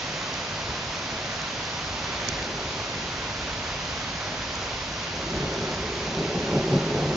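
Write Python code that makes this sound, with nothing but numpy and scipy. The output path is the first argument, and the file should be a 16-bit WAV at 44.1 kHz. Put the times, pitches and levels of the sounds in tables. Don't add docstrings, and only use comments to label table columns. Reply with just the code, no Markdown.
import sys
import numpy as np
from scipy import signal
from scipy.fft import rfft, irfft, next_fast_len
from scipy.io import wavfile
from scipy.ndimage import uniform_filter1d, map_coordinates

SR = 44100
rng = np.random.default_rng(int(sys.argv[2]) if len(sys.argv) > 2 else 0)


def wrap_up_sound(samples):
    columns = np.atleast_2d(samples).T
    tamed = np.clip(columns, -1, 1)
    steps = np.round(tamed * 32767).astype(np.int16)
    wavfile.write(sys.argv[1], SR, steps)


N = 315749


# frequency_hz, relative_density_db (dB per Hz)
HISS_SPECTRUM = [(1200, -24), (2400, -2), (3300, -0.5), (5000, 1), (6000, -0.5), (6600, -2), (7600, -6)]
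# frequency_hz, relative_density_db (dB per Hz)
WASH_SPECTRUM = [(150, -14.5), (320, -7.5), (470, -4), (620, -0.5), (800, -2.5), (980, -1), (1150, -3),
                 (1500, -3.5), (1800, -4.5), (2250, -4.5), (3000, -7), (4500, -12), (7000, -32.5)]
# crest_s, wash_rise_db
RAIN_FLURRIES = [(1.42, 0.6), (2.17, 1.3), (3.74, 0.5)]
HISS_START_DB, WASH_START_DB, EASE_DB_PER_S = -35.5, -34, 0.09
FLURRY_SPREAD_S, FLURRY_HISS_SHARE = 0.17, 0.2


def rain():
    ticks = patchy_noise(patchy_db=0.74) + amp(-7.0) * impacts(rate=600, scatter_db=3.5)
    patter = patchy_noise(patchy_db=0.73) + amp(-8.5) * impacts(rate=220, scatter_db=3.5)
    strength_db = 0.16 * wobble(rate=14) - EASE_DB_PER_S * np.arange(N) / SR
    flurry_db = sum(rise_db * hump(crest_s, FLURRY_SPREAD_S) for crest_s, rise_db in RAIN_FLURRIES)
    hiss_gain = amp(HISS_START_DB + strength_db + FLURRY_HISS_SHARE * flurry_db)
    wash_gain = amp(WASH_START_DB + strength_db + flurry_db)
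    hiss = hiss_gain * outdoors(ticks, lambda hz: along(HISS_SPECTRUM, hz))
    wash = wash_gain * outdoors(patter, lambda hz: along(WASH_SPECTRUM, hz))
    return hiss + wash


# start_s, level_db, pitch_hz, left_over_right_db, splash_share (0-1)
CLOSE_DRIPS = [(1.4175, -16.5, 6180, 1, 0.1), (2.042, -21, 4480, -4, 0), (2.2868, -15, 6380, -18, 1),
               (2.427, -18.5, 4340, 1, 0.2), (2.445, -21, 6160, 3.5, 0.2), (5.304, -20.5, 5240, 4, 0.2),
               (6.149, -19.5, 4380, -5.5, .2)]


def drips(swell_s=0.0001, splash_gap_s=0.00097, splash_decay_s=0.0029, count=6):
    out = np.zeros((2, N + SR))
    t = np.arange(SR // 40) / SR
    order = np.arange(count)
    for start_s, level_db, pitch_hz, pan_db, splash in [*CLOSE_DRIPS, *random_drips()]:
        chance = rng.standard_normal((count, 2))
        delays = splash_gap_s * np.abs(order + 0.12 * chance[:, 0] * (order > 0))
        sizes = np.where(order > 0, splash * np.exp((splash_gap_s - delays) / splash_decay_s), 1)
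        pitches = pitch_hz * (1 + 0.06 * chance[:, 1:])
        age = np.maximum(t - delays[:, None], 0)
        envelope = age / swell_s * np.exp(1 - age / swell_s)
        snaps = np.sin(2 * np.pi * pitches * age) * envelope
        gains = amp(level_db + pan_db * np.array([[1], [-1]]) / 2)
        out[:, round(start_s * SR):][:, :len(t)] += gains * (sizes @ snaps)
    return out[:, :N]


# level_db, pitch_hz, left_over_right_db, splash_share
RANDOM_DRIP = [(-20.5, 6300, 1, 0.18), (0.5, 300, 5.5, 0.06)]


def random_drips(count=9):
    mean, spread = np.array(RANDOM_DRIP)
    starts_s = rng.random(count) * N / SR
    return np.column_stack([starts_s, mean + spread * rng.standard_normal((count, len(mean)))])


# frequency_hz, relative_density_db
THUNDER_SPECTRUM = [(30, -34.5), (80, -13.5), (120, -11.5), (150, -4), (230, -2), (290, -7.5), (380, -5),
                    (480, -7.5), (600, -9), (800, -11), (1100, -23), (1800, -33.5), (4000, -80)]
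# frequency_hz, width_hz, rise_db
WALL_RESONANCES = [(144.2, 19, 9), (162.7, 14, 7.5), (217, 22, 3), (338, 26, 7), (386, 26, 9.5),
                   (426, 13, 9.5), (554, 29, 8.5), (625, 11, 7.5), (897, 80, 5.5)]
# crest_s, level_db, spread_s (bell width), dull_above_hz
THUNDER_THUDS = [(2.555, -37, .035, 1000), (5.42, -32, 0.062, 190), (5.627, -31.5, 0.022, 600),
                 (6.218, -28.5, 0.051, 500), (6.37, -24, 0.011, 260), (6.558, -20.5, 0.026, 230),
                 (6.748, -18.5, 0.028, 220)]
BOOM_AT_S, BOOM_DB, BOOM_RISE_S, BOOM_FADE_DB_PER_S = 5.25, -42.5, 0.1, 7


def thunder(boom_hz=60.5, boom_width_hz=6):
    def colour(hz):
        ringing = sum(rise_db / (1 + (2 * (hz - centre_hz) / width_hz) ** 2)
                      for centre_hz, width_hz, rise_db in WALL_RESONANCES)
        return along(THUNDER_SPECTRUM, hz) + ringing

    def shocks():
        return patchy_noise(patchy_db=-1.5) + impacts(rate=300, scatter_db=1.5)

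    def dulled(edge_hz):
        return outdoors(shocks(), lambda hz: colour(hz) - 10 * np.log10(1 + (hz / edge_hz) ** 4))

    def deep(hz):
        return -20 * np.log10(1 + ((hz - boom_hz) / boom_width_hz) ** 2)

    roll_gain, bass_db = peals()
    roll = roll_gain * weighted(even(outdoors(shocks(), colour), span=0.084), bass_db, edge_hz=180)
    thuds = sum(amp(level_db) * hump(crest_s, spread_s) * even(dulled(edge_hz), span=0.059)
                for crest_s, level_db, spread_s, edge_hz in THUNDER_THUDS)
    boom_gain = amp(BOOM_DB) * surge(BOOM_AT_S, BOOM_RISE_S, BOOM_FADE_DB_PER_S)
    boom = boom_gain * even(outdoors(shocks(), deep), span=0.28)
    return roll + thuds + boom


# crest_s, level_db, bass_weight_db
THUNDER_PEALS = [(2.33, -38, -8.5), (5.38, -31, 1.5), (6.2, -30.5, -6), (6.56, -27, -5), (6.97, -28, 8)]
PEAL_RISE_S, PEAL_FADE_DB_PER_S = 0.19, 8


def peals():
    power = np.array([(amp(level_db) * surge(crest_s, PEAL_RISE_S, PEAL_FADE_DB_PER_S)) ** 2
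                      for crest_s, level_db, _ in THUNDER_PEALS])
    total = power.sum(axis=0) + 1e-20
    bass_db = np.array([bass_weight_db for _, _, bass_weight_db in THUNDER_PEALS])
    return np.sqrt(total), bass_db @ power / total


# frequency_hz, relative_density_db
MURMUR_SPECTRUM = [(20, -32), (30, -17.5), (42, -2.5), (54, 0.5), (70, 0.5), (105, 2), (125, 0), (145, 2),
                   (190, -3.5), (250, -2.5), (310, -7.5), (500, -12), (1000, -29.5), (3000, -68)]
# crest_s, rise_db
BASS_BUMPS = [(0.69, 11), (1.9, 7), (2.35, 7.5)]
BUMP_SPREAD_S = 0.079
MURMUR_START_DB, MURMUR_FALL_DB_PER_S = -38.5, 0.26
DEEP_BEFORE_DB, DEEP_AFTER_DB, DEEP_AT_S, DEEP_PACE_S = -5.5, 3, 2.2, 0.74


def murmur():
    t = np.arange(N) / SR
    filled = (1 + np.tanh((t - DEEP_AT_S) / DEEP_PACE_S)) / 2
    bumps_db = sum(rise_db * hump(crest_s, BUMP_SPREAD_S) for crest_s, rise_db in BASS_BUMPS)
    deep_db = DEEP_BEFORE_DB + (DEEP_AFTER_DB - DEEP_BEFORE_DB) * filled + bumps_db
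    air = even(outdoors(patchy_noise(patchy_db=1.5), lambda hz: along(MURMUR_SPECTRUM, hz)), span=0.32)
    return amp(MURMUR_START_DB - MURMUR_FALL_DB_PER_S * t) * weighted(air, deep_db, edge_hz=84)


# frequency_hz, side_over_centre_db
STEREO_WIDTH = [(55, -38.5), (120, -44.5), (230, -33), (295, -26), (350, -30), (460, -20.5), (550, -20.5),
                (750, -13.5), (1000, -12), (1500, -9.5), (2100, -5), (2700, -2), (4200, -3), (6500, -5.5)]
# frequency_hz, left_over_right_db
SIDE_LEAN = [(600, 0), (900, -0.8), (1500, -2), (2400, -2.5), (4000, -1.5), (6500, -0.1)]
# frequency_hz, left_lead_rad
SIDE_LEAD = [(300, 0), (900, -0.2), (1700, -0.9), (2600, -0.47), (4000, -.3), (7000, -0.42)]


def outdoors(pair, colour):
    def centre_and_side(hz):
        angle = np.arctan(amp(along(STEREO_WIDTH, hz)))
        return amp(colour(hz)) * [np.cos(angle), np.sin(angle)]

    def lean(hz):
        half = np.array([[1], [-1]]) / 2 * hz ** 4 / (hz ** 4 + 500 ** 4)
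        return amp(half * along(SIDE_LEAN, hz)) * np.exp(1j * half * along(SIDE_LEAD, hz))

    mid, side = filtered(pair, centre_and_side)
    return filtered(np.array([mid + side, mid - side]) / np.std(mid), lean)


def patchy_noise(patchy_db):
    bands = signal.stft(rng.standard_normal((2, N)), nperseg=512)[2]
    field = uniform_filter1d(rng.standard_normal(bands.shape), size=8, axis=1)
    field = uniform_filter1d(field, size=16, axis=2)
    return unit(signal.istft(bands * amp(patchy_db * unit(field)), nperseg=512)[1][:, :N])


def impacts(rate, scatter_db):
    falls = rng.random((2, N)) < rate / SR
    sizes = amp(scatter_db * np.clip(rng.standard_normal((2, N)), -2, 2))
    return unit(falls * sizes * rng.choice([-1, 1], (2, N)))


def weighted(x, bass_db, edge_hz):
    return x + (amp(bass_db) - 1) * filtered(x, lambda hz: 1 / (1 + (hz / edge_hz) ** 4))


def even(x, span):
    window = np.hanning(int(span * SR) + 3)
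    energy = signal.fftconvolve(np.mean(x ** 2, axis=0), window, "same")
    power = energy / signal.fftconvolve(np.ones(N), window, "same")
    return x / np.sqrt(np.abs(power) + 1e-9)


def hump(crest_s, spread_s):
    return np.exp(-.5 * ((np.arange(N) / SR - crest_s) / spread_s) ** 2)


def surge(crest_s, rise_s, fade_db_per_s):
    age = np.arange(N) / SR - crest_s
    return np.exp(np.minimum(age, 0) / rise_s) * amp(-fade_db_per_s * np.maximum(age, 0))


def wobble(rate):
    return map_coordinates(rng.standard_normal(int(N * rate / SR) + 4), [np.arange(N) * rate / SR])


def filtered(x, response):
    m = next_fast_len(N + SR // 2)
    return irfft(rfft(x, m) * response(np.fft.rfftfreq(m, 1 / SR)), m)[..., :N]


def along(points, hz):
    f, v = np.transpose(points)
    return np.interp(np.log(hz + 1), np.log(f + 1), v)


def amp(db):
    return 10 ** (np.asarray(db) / 20)


def unit(x):
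    return x / np.sqrt(np.mean(x ** 2) + 1e-20)


def scene():
    return rain() + drips() + thunder() + murmur()


# frequency_hz, gain_db
TREBLE_RESPONSE = [(6200, 0), (6800, -2), (7150, -7), (7400, -12.5), (7600, -22)]
TOP_HZ = 7630


def record(dry):
    return filtered(dry, lambda hz: amp(along(TREBLE_RESPONSE, hz)) * (hz < TOP_HZ))


dry = scene()
out = record(dry)
wrap_up_sound(out)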